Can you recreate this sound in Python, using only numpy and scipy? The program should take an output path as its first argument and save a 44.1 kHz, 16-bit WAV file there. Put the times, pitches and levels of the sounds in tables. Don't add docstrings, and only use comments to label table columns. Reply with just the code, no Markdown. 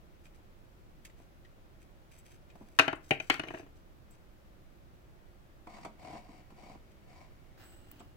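import sys
import numpy as np
from scipy import signal
from scipy.fft import rfft, irfft
from scipy.io import wavfile
from scipy.ndimage import uniform_filter1d

SR = 44100
rng = np.random.default_rng(int(sys.argv[2]) if len(sys.argv) > 2 else 0)


def to_wav(s):
    ch = np.atleast_2d(s).T
    pcm = np.round(np.clip(ch, -1, 1) * 32767)
    wavfile.write(sys.argv[1], SR, pcm.astype(np.int16))


N = 359856
HIT_SIZE = 16384

# t/s, level/dB, hardness/(dB per octave), bending/dB, floor thud/dB, ring/dB,
# contact spot along the twig (0-1), paper snap/dB. Hard ones are brighter; flat ones bend the twig.
BOUNCES = [(2.788, -11.5, 4, 11, -4, -16, 0.2, -28), (2.7944, -8, 1.7, 2, 3, -10, 0, -26),
           (2.802, -20.5, -1.5, -5, -3, -34, 0, -50), (2.8795, -15.5, -2, 2.5, -2.5, -26.5, 0.05, -37),
           (2.9291, -24, -5, 4.5, -6, -36, 0.18, -45), (3.1085, -9.5, -1.5, -11, -0.5, -20, 0.13, -29),
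           (3.2005, -28.5, 0, -1.5, 1, -22.5, .305, -55), (3.299, -10, 2.5, 0, 5.5, -32, 0.36, -31),
           (3.341, -29.5, 4.5, 7, 13, -40, 0.2, -51), (3.3955, -23, 0.4, 3.5, 7, -23, 0.11, -49),
           (3.4358, -31, -1.5, 0, 2, -36.5, 0.21, -52), (3.484, -32, 0.5, -7, 5, -40, 0.1, -48),
           (3.505, -32.5, -5, 0, -3, -48, 0.4, -47), (3.539, -33.5, -6, -6, -5.5, -51, 0.35, -51),
           (3.545, -33, -4.5, 0, -4, -52, 0.2, -66), (3.573, -39.5, -3.5, 0, -2, -51, 0.4, -60),
           (3.595, -39.5, -7.5, -5, -8.5, -39, .17, -62), (3.631, -50, -7.5, -5, 0, -58, 0.2, -70),
           (3.664, -50.5, -5.5, 1, -1, -57, .17, -74)]
# t/s, length/s, scrape/dB, hut rumble/dB, rasp f/Hz
PULLS = [(5.685, 0.08, -53, -57, 1190), (5.804, 0.033, -54, -56, 1250), (5.983, 0.055, -55, -56, 950),
         (6.04, 0.14, -50.5, -54, 800), (6.231, 0.16, -59.5, -58, 840), (6.56, 0.17, -56, -54.5, 770),
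         (7.074, 0.16, -58.5, -61.5, 1044)]
HUT_MODES = [(150, 25, 6), (218, 27, 9.5), (318, 35, 10), (695, 55, 15), (765, 70, 11), (990, 50, 14),
             (1063, 60, 7.4), (2045, 68, 4.3), (2220, 280, 7.5), (4560, 600, 4.7), (8140, 840, 6.3)]
TICK_COLOUR = [(300, -21), (1200, -7.5), (2400, -6), (4000, -6.5), (8000, -9), (11500, -19.5),
               (14000, -15.5)]
TICK_EDGES = [1500, 3300, 7500, 15500]
# f/Hz, left minus right/dB
FLOOR_PAN = [(300, 0.5), (800, 3), (1400, 2), (2300, 10), (4500, -0.5), (9000, 4), (14000, 0)]
CAGE_PAN = [(60, 3), (110, -2), (200, 2.5), (380, -3), (700, 5), (1290, -7), (2380, 8), (4400, 0),
            (8120, 1), (15000, -0.5)]


def undb(db):
    return 10 ** (np.asarray(db) / 20)


def unit(x):
    return x / np.sqrt(np.mean(x ** 2))


def mid_unit(x):
    return x / np.sqrt(np.mean(x.mean(0) ** 2))


def bins(size):
    return np.maximum(np.fft.rfftfreq(size, 1 / SR), 1)


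def over_hz(points, hz):
    at, value = np.transpose(points)
    return np.interp(np.log(hz), np.log(at), value)


def colour(x, points, modes=()):
    size = x.shape[-1]
    hz = bins(size)
    peaks = 1 + sum((undb(db) ** 2 - 1) / (1 + (2 * (hz - f) / width) ** 2) for f, width, db in modes)
    log_gain = np.log(undb(over_hz(points, hz))) + np.log(np.maximum(peaks, .1)) / 2
    cepstrum = irfft(log_gain, size)
    cepstrum[1:size // 2] *= 2
    cepstrum[size // 2 + 1:] = 0
    return irfft(rfft(x) * np.exp(rfft(cepstrum)), size)


def stereo(pair, pan, side=None):
    near_side = [(120, -14), (300, -17.5), (600, -7), (1100, -2), (12000, 0)]
    size = pair.shape[-1]
    hz, sign = bins(size), np.array([[1], [-1]])
    mid, diff = rfft(pair)
    width = undb(over_hz(near_side if side is None else side, hz))
    return irfft((mid + sign * diff * width) * undb(sign * over_hz(pan, hz) / 2), size)


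def lagged(pair, lag_s):
    size = pair.shape[-1]
    return irfft(rfft(pair) * np.exp(-1j * np.pi * bins(size) * lag_s * np.array([[1], [-1]])), size)


def fading(t60s, size):
    t, hz = np.arange(size) / SR, bins(size)
    noise, out = rfft(rng.standard_normal((2, size))), 0
    centres = np.geomspace(100, 14000, 8)
    for centre, share in zip(centres, np.eye(len(centres))):
        band = irfft(noise * np.interp(np.log(hz), np.log(centres), share), size)
        envelope = np.exp(-np.log(1000) * t / over_hz(t60s, centre))
        out = out + band * envelope / np.linalg.norm(envelope)
    return out


def room(x, wet_db, delay_s=0.011):
    ring_times = [(100, 0.29), (300, 0.33), (800, 0.19), (2200, 0.34), (5000, 0.1), (14000, 0.23)]
    tail = np.pad(fading(ring_times, HIT_SIZE), ((0, 0), (int(delay_s * SR), 0)))
    tail = stereo(tail, [(100, 0.0095)])
    tail = colour(tail, [(200, -0.5), (700, -0.5), (2500, -3), (8000, -2.5), (13000, -12.5)])
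    return x + undb(wet_db) * signal.fftconvolve(x, tail, axes=1)[:, :N]


def tilted(tone_db, edges, hardness, pivot_hz):
    centres = np.sqrt(np.multiply(edges[:-1], edges[1:]))
    return np.array(tone_db) + hardness * np.log2(centres / pivot_hz)


def voiced(hit, edges, bands_db):
    hz = bins(HIT_SIZE)
    for _ in range(2):
        power = abs(rfft(hit.mean(0))) ** 2 * 2 / HIT_SIZE / (SR / 100)
        tone = [(np.sqrt(lo * hi), db - 10 * np.log10(power[(hz >= lo) & (hz < hi)].sum()))
                for lo, hi, db in zip(edges, edges[1:], bands_db)]
        hit = colour(hit, tone)
    return hit


def blows(table, edges, body, modes, pan, t60s, gain_db, scatter_db, attack_s,
          echo=0.8, lengthen=0, shift=0):
    out, hz = np.zeros((2, N + HIT_SIZE)), bins(HIT_SIZE)
    loudest_db = max(row[1] for row in table)
    for s, level_db, bands_db in table:
        linger = undb(lengthen * (level_db - loudest_db))
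        rattle = fading([(f, t60 * linger) for f, t60 in t60s], size=4096)
        rattle *= 1 - np.exp(-np.arange(4096) / (SR * attack_s))
        burst = rfft(rattle, HIT_SIZE)
        burst /= np.sqrt(uniform_filter1d(abs(burst) ** 2, int(180 * HIT_SIZE / SR)))
        lag_s = rng.uniform(.0007, .0016)
        burst *= 1 + echo * hz / (hz + 1500) * np.exp(-2j * np.pi * hz * lag_s)
        struck = [(f * (1 + shift * rng.standard_normal()), width,
                   db + scatter_db * rng.standard_normal()) for f, width, db in modes]
        hit = stereo(colour(irfft(burst), body, struck), pan)
        hit = voiced(hit, edges, bands_db)
        start = int(s * SR)
        out[:, start:start + HIT_SIZE // 2] += undb(level_db + gain_db) * hit[:, :HIT_SIZE // 2]
    return out[:, :N]


def friction(slips_per_s, spread_db, hiss_db, t60_s):
    slipping = rng.random(N) < slips_per_s / SR
    sizes = undb(spread_db * np.minimum(rng.exponential(size=N), 4))
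    slips = slipping * sizes * rng.choice([-1, 1], N)
    patter = signal.fftconvolve(slips[None], fading([(100, t60_s)], size=4096), axes=1)[:, :N]
    return unit(patter) + undb(hiss_db) * unit(rng.standard_normal((2, N)))


def texture(noise, tone, pan, modes=()):
    return mid_unit(stereo(colour(noise, tone, modes), pan))


def strokes(table, attack_s, release_s, build_db=0, level_column=2):
    t, gain = np.arange(N) / SR, np.zeros(N)
    for row in table:
        since, length = np.maximum(t - row[0], 0), row[1]
        shape = (1 - np.exp(-since / attack_s)) * np.exp(-np.maximum(since - length, 0) / release_s)
        gain += shape * undb(row[level_column] - build_db * np.maximum(1 - since / length, 0))
    return gain


def air():
    tone = [(8.8, -33), (15, 3), (141, -9), (173, -16.5), (195, -13.5), (284, -18), (329, -16),
            (391, -21.5), (555, -17), (937, -24), (1410, -25.5), (1730, -28.5), (5220, -40), (9630, -46),
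            (15800, -42.5)]
    pan = [(60, -2), (110, -1), (200, -1.7), (380, -1), (700, -1.6), (1290, -0.5), (2380, 3), (4400, -0.1),
           (8120, 0.0), (15000, 0.3)]
    side = [(60, -0.5), (110, -5.5), (200, -5.5), (380, -7), (700, -4.5), (1400, -2.5), (2380, -.5),
            (15000, 0.5)]
    hums = [(170, 12, 6.8), (198.6, 19, 4.1), (356, 62, 7.3), (620, 13, 1.4)]
    murmur = colour(rng.standard_normal((2, N)), tone, hums)
    return undb(-58.5) * mid_unit(lagged(stereo(murmur, pan, side), lag_s=0.00033))


def finger():
    slides = [(7.567, 0.067, -65.5)]
    grips = [(7.58, 0.31, -65.5), (7.9, 0.13, -63)]
    clicks = [(7.9139, -41, [-21, -28, -9.5])]
    skin_tone = [(150, -11), (300, -1.5), (600, -2.5), (1400, -4.5), (2300, -8.5), (4700, -11.5),
                 (6500, -18), (10500, -26.5), (13500, -17), (15800, -13)]
    pan = [(60, -1), (110, -2), (200, -3), (380, -1), (700, 6), (1290, -6.5), (2380, 2), (4400, -1),
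           (8120, -4), (15000, 1.5)]
    # f/Hz, width/Hz, boost/dB
    case_modes = [(7980, 300, 37), (13300, 500, 17), (14700, 500, 15)]
    squeak_modes = [(2890, 200, 28), (4500, 800, 7)]
    ring_tone = [(300, 8), (2500, -20), (8000, -8), (11000, -23), (14000, -11)]
    rumble_tone = [(40, -44), (80, 2.5), (160, -12), (300, 2.5), (500, -18), (1200, -25), (4000, -52)]
    rub = friction(slips_per_s=900, spread_db=2.5, hiss_db=-2, t60_s=0.017)
    swish = texture(rub, skin_tone, pan)
    ring = texture(rub, ring_tone, pan, case_modes)
    rumble = texture(rub, rumble_tone, pan)
    squeak = texture(rub, [(600, -18), (2500, 4), (5000, -6), (8000, -22)], pan, squeak_modes)
    click = blows(clicks, TICK_EDGES, TICK_COLOUR, [(14000, 500, 15)], pan,
                  t60s=[(1500, 0.013), (13000, 0.013)], gain_db=-5.5, scatter_db=6, attack_s=.0005)
    slide = strokes(slides, attack_s=0.013, release_s=0.076)
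    slowing = strokes([(s + 0.045, length, db) for s, length, db in slides],
                      attack_s=0.047, release_s=.11)
    grip = strokes(grips, attack_s=0.013, release_s=0.068)
    swish *= undb(4) * slide + undb(-6.5) * grip
    return swish + ring * slowing + (rumble + undb(-17) * squeak) * grip + click


def ticks():
    taps = [(0.2543, -51.5, -5.5, 2450), (1.049, -53, -4, 2460), (1.0974, -54, -5, 1980),
            (1.4475, -52.5, -8, 1900), (2.185, -72.5, 23.5, 7840), (2.5004, -52, -5, 2430),
            (2.954, -61, 9, 9550), (3.087, -59.5, 6.5, 6100), (4.108, -68.5, 17.5, 7620),
            (7.9956, -51, 4, 3700)]
    tone_db = [-10.5, -12, -15.5]
    nip_modes = [(1890, 200, 13.5), (3150, 680, 10), (7800, 590, 13)]
    out = 0
    for s, db, hardness, hz in taps:
        contact = (s, db, tilted(tone_db, TICK_EDGES, hardness, pivot_hz=3900))
        out += blows([contact], TICK_EDGES, TICK_COLOUR, nip_modes + [(hz, 69, 23.5)], CAGE_PAN,
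                     t60s=[(1500, 0.039), (5000, 0.079), (13000, 0.041)],
                     gain_db=-6, scatter_db=4.5, attack_s=0.00075)
    return out


def rustling():
    rustles = [(0.235, 0.041, -69.5), (0.345, 0.011, -66.5), (1.045, 0.018, -59), (1.17, 0.064, -73),
               (1.8, 0.036, -70), (2.11, 0.087, -67.5), (2.25, 0.027, -66), (2.292, 0.037, -67),
               (2.338, 0.012, -66), (2.55, 0.32, -76.5), (3.755, 0.015, -67.5), (4.1, 0.062, -75),
               (6.895, 0.03, -76)]
    crinkles = [(3.025, 0.11, -57), (3.2, 0.09, -57), (3.31, 0.024, -44), (3.5, 0.1, -59)]
    shavings_tone = [(400, -13), (1500, -6.5), (2500, 7), (3800, -2.5), (5500, -2), (8000, -1),
                     (11000, -10.5), (15000, -17)]
    paper_tone = [(1000, -2), (4000, 0.5), (8000, 0.5), (11500, -14.5), (14000, -11)]
    flakes = friction(slips_per_s=380, spread_db=3, hiss_db=-8, t60_s=.012)
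    steps = np.arange(N) * 70 / SR
    flakes *= undb(2.4 * np.interp(steps, np.arange(1000), rng.standard_normal(1000)))
    crackle = texture(flakes, shavings_tone, CAGE_PAN)
    crackle *= strokes(rustles, attack_s=0.0037, release_s=0.012)
    paper = texture(flakes, paper_tone, FLOOR_PAN) * strokes(crinkles, attack_s=.018, release_s=0.027)
    return crackle + undb(-9) * paper


def hut_knocks():
    knocks = [(1.197, -51, -7), (2.553, -46, -5), (2.609, -46.5, -10), (5.6699, -37, -3),
              (5.742, -45.5, -2), (5.766, -44, -2.5), (5.782, -41.5, -1.5), (5.848, -32, -0.9),
              (5.859, -39.5, -5), (5.87, -45.5, -5), (6.028, -47.5, -1), (6.047, -42, -4),
              (6.072, -38, -3.5), (6.099, -38, -4.5), (6.13, -40.5, -7), (6.151, -38, -3.5),
              (6.16, -41.5, -3.5), (6.249, -55, -3), (6.288, -46.5, -8.5), (6.365, -56, -2.5),
              (6.503, -49, -0.5), (6.52, -53.5, -11.5), (6.58, -50, -4.5), (6.629, -49, -5),
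              (6.662, -50, -5), (6.697, -44, -5.5), (6.715, -51, -2), (6.75, -47.5, -6.5),
              (8.002, -42.5, -3)]
    edges = [150, 550, 1500, 3300, 15500]
    tone_db = [-15, -8.5, -17, -18.5]
    wood_tone = [(60, -15), (160, -11), (500, -3.5), (900, 0), (1300, -2), (1750, -3), (2700, -4.5),
                 (3800, -17.5), (8000, -31.5), (15000, -43.5)]
    out = 0
    for s, db, hardness in knocks:
        contact = (s, db, tilted(tone_db, edges, hardness, pivot_hz=900))
        hz = min(PULLS, key=lambda pull: abs(pull[0] - s))[-1]
        out += blows([contact], edges, wood_tone, HUT_MODES + [(hz, 450, 7)], CAGE_PAN,
                     t60s=[(200, .06), (900, 0.052), (3000, 0.046), (10000, 0.046)],
                     gain_db=-3, scatter_db=1, attack_s=0.0018)
    return out


def catches(per_s=46, sink_db=4.5):
    slips = np.cumsum(rng.gamma(4, 1 / 4, 1000)) / per_s
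    phase = np.interp(np.arange(N) / SR, slips, np.arange(len(slips))) % 1
    return undb(-sink_db * phase)


def dragged_twig():
    light_rub = [(5.68, 1.88, -73.5)]
    scrape_tone = [(200, -36.5), (400, -19), (600, 1.5), (1150, -5.5), (1600, -13), (2300, -5), (3200, -12),
                   (5000, -13.5), (8000, -20), (11000, -30), (15500, -30)]
    rumble_tone = [(50, -23), (145, 14.5), (320, 12), (500, -10), (900, -35), (3000, -65)]
    attack_s, release_s, build_db = 0.0075, 0.023, 4
    grain = friction(slips_per_s=1300, spread_db=2.5, hiss_db=-5, t60_s=.025) * catches()
    scrape = 0
    for pull in PULLS:
        boards = [(hz * 2 ** (.035 * rng.standard_normal()), width, db) for hz, width, db in HUT_MODES]
        rasp = colour(grain, scrape_tone, boards + [(pull[-1], 290, 5)])
        scrape += unit(rasp) * strokes([pull], attack_s, release_s, build_db)
    rub = colour(grain, scrape_tone, [(2040, 1100, 7.3)])
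    scrape += unit(rub) * strokes(light_rub, attack_s, release_s)
    rumble = texture(grain, rumble_tone, CAGE_PAN, HUT_MODES)
    rumble *= strokes(PULLS, attack_s, release_s, build_db, level_column=3)
    return undb(-4) * stereo(scrape, CAGE_PAN) + undb(-5.5) * rumble


def paper_snaps(t60_s=0.0053):
    snap_tone = [(1500, -18), (3500, -2), (6000, -1), (8600, -6.5), (9600, 2), (11300, -14), (14000, -6),
                 (15800, -17)]
    t, gain = np.arange(N) / SR, np.zeros(N)
    for s, *_, snap_db in BOUNCES:
        gain += undb(snap_db) * (t >= s) * np.exp(-np.log(1000) * np.maximum(t - s, 0) / t60_s)
    return undb(-9.5) * gain * texture(rng.standard_normal((2, N)), snap_tone, FLOOR_PAN)


def twig_ring():
    # f/Hz, half waves along its length, level/dB, time to fall 60 dB/s
    bending_modes = [(2530, 3, -1.5, 0.031), (3820, 4, -15, 0.021), (4960, 5, -11.5, 0.012),
                     (6120, 6, -15.5, .024), (9550, 8, -16.5, 0.014)]
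    out, t = np.zeros((2, N)), np.arange(HIT_SIZE) / SR
    sign = np.array([[1], [-1]])
    for s, *_, ring_db, spot, _ in BOUNCES:
        start = int(s * SR)
        for hz, half_waves, db, t60 in bending_modes:
            detune = 1 + .014 * rng.standard_normal()
            wave = np.sin(2 * np.pi * hz * detune * t + sign * np.pi / 4)
            wave *= undb(sign * over_hz(FLOOR_PAN, hz) / 2)
            envelope = (1 - np.exp(-t / 0.00077)) * np.exp(-np.log(1000) * t / t60)
            strength = undb(ring_db + db) * np.cos(np.pi * half_waves * spot)
            out[:, start:start + HIT_SIZE] += strength * envelope * wave
    return out


def falling_twig():
    edges = [100, 500, 1100, 1600, 3300, 4600, 7500, 15500]
    tone_db = [-16.5, -15, -17.5, -12, -26.5, -34.5, -39.5]
    bending_share = [0.067, 0.049, 0.93, -.2, 0.31, 0.29, -0.13]
    twig_tone = [(40, -24), (110, -2.5), (210, -9.5), (290, 0.5), (380, 4), (520, -4.5), (800, 4),
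                 (1300, -6), (1700, 0.5), (2700, 3), (3450, -6.5), (4100, -10), (5200, -14), (7000, -17.5),
                 (9600, -21.5), (11500, -33), (14000, -23), (15800, -37)]
    landing_modes = [(144, 18, 6), (298, 75, 10), (464, 30, 8), (648, 48, 14.5), (774, 30, 5.5),
                     (1016, 70, 2.5), (1140, 39, 2.5), (1386, 100, 5), (1585, 50, 3.5), (1692, 50, 5),
                     (1880, 70, 4), (1950, 90, 4.5), (2150, 35, 2), (2438, 50, 5.5), (2560, 90, 3.5),
                     (2730, 88, 3), (2980, 110, 7), (3450, 200, -7), (4354, 27, 7), (6130, 350, 5)]
    rolls = [(2.8, 0.031, -42.5), (3.305, 0.03, -47.5), (3.42, 0.19, -50)]
    landings = []
    for s, db, hardness, bend_db, thud_db, *_ in BOUNCES:
        bands_db = tilted(tone_db, edges, hardness, pivot_hz=1310) + bend_db * np.array(bending_share)
        bands_db[0] += thud_db
        landings.append((s, db, bands_db))
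    hits = blows(landings, edges, twig_tone, landing_modes, FLOOR_PAN,
                 t60s=[(200, 0.058), (900, 0.041), (2400, 0.067), (5000, 0.022), (12000, 0.014)],
                 gain_db=-3, scatter_db=2, attack_s=0.0006, echo=0.7, lengthen=0.14, shift=.02)
    knots = friction(slips_per_s=130, spread_db=3, hiss_db=-8, t60_s=.03)
    roll_tone = [(60, -14), (140, -16), (300, 9), (800, 5), (2200, 0), (3700, -8.5), (5200, -20),
                 (6150, -10), (7000, -24), (14000, -31.5)]
    rolling = undb(-2.5) * texture(knots, roll_tone, FLOOR_PAN, landing_modes)
    rolling *= strokes(rolls, attack_s=0.0038, release_s=0.031)
    clatter = lagged(hits + paper_snaps() + rolling, lag_s=-0.00028)
    return room(clatter, wet_db=-12, delay_s=0.014) + room(twig_ring(), wet_db=-20.5)


def scene():
    fall = falling_twig()
    drag = room(dragged_twig() + hut_knocks(), wet_db=-9.5)
    small_noises = room(ticks() + rustling(), wet_db=-18.5)
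    return fall + drag + small_noises + finger() + air()


def record(dry):
    return signal.sosfilt(signal.ellip(10, .2, 70, 15850, fs=SR, output="sos"), dry)


dry = scene()
out = record(dry)
to_wav(out)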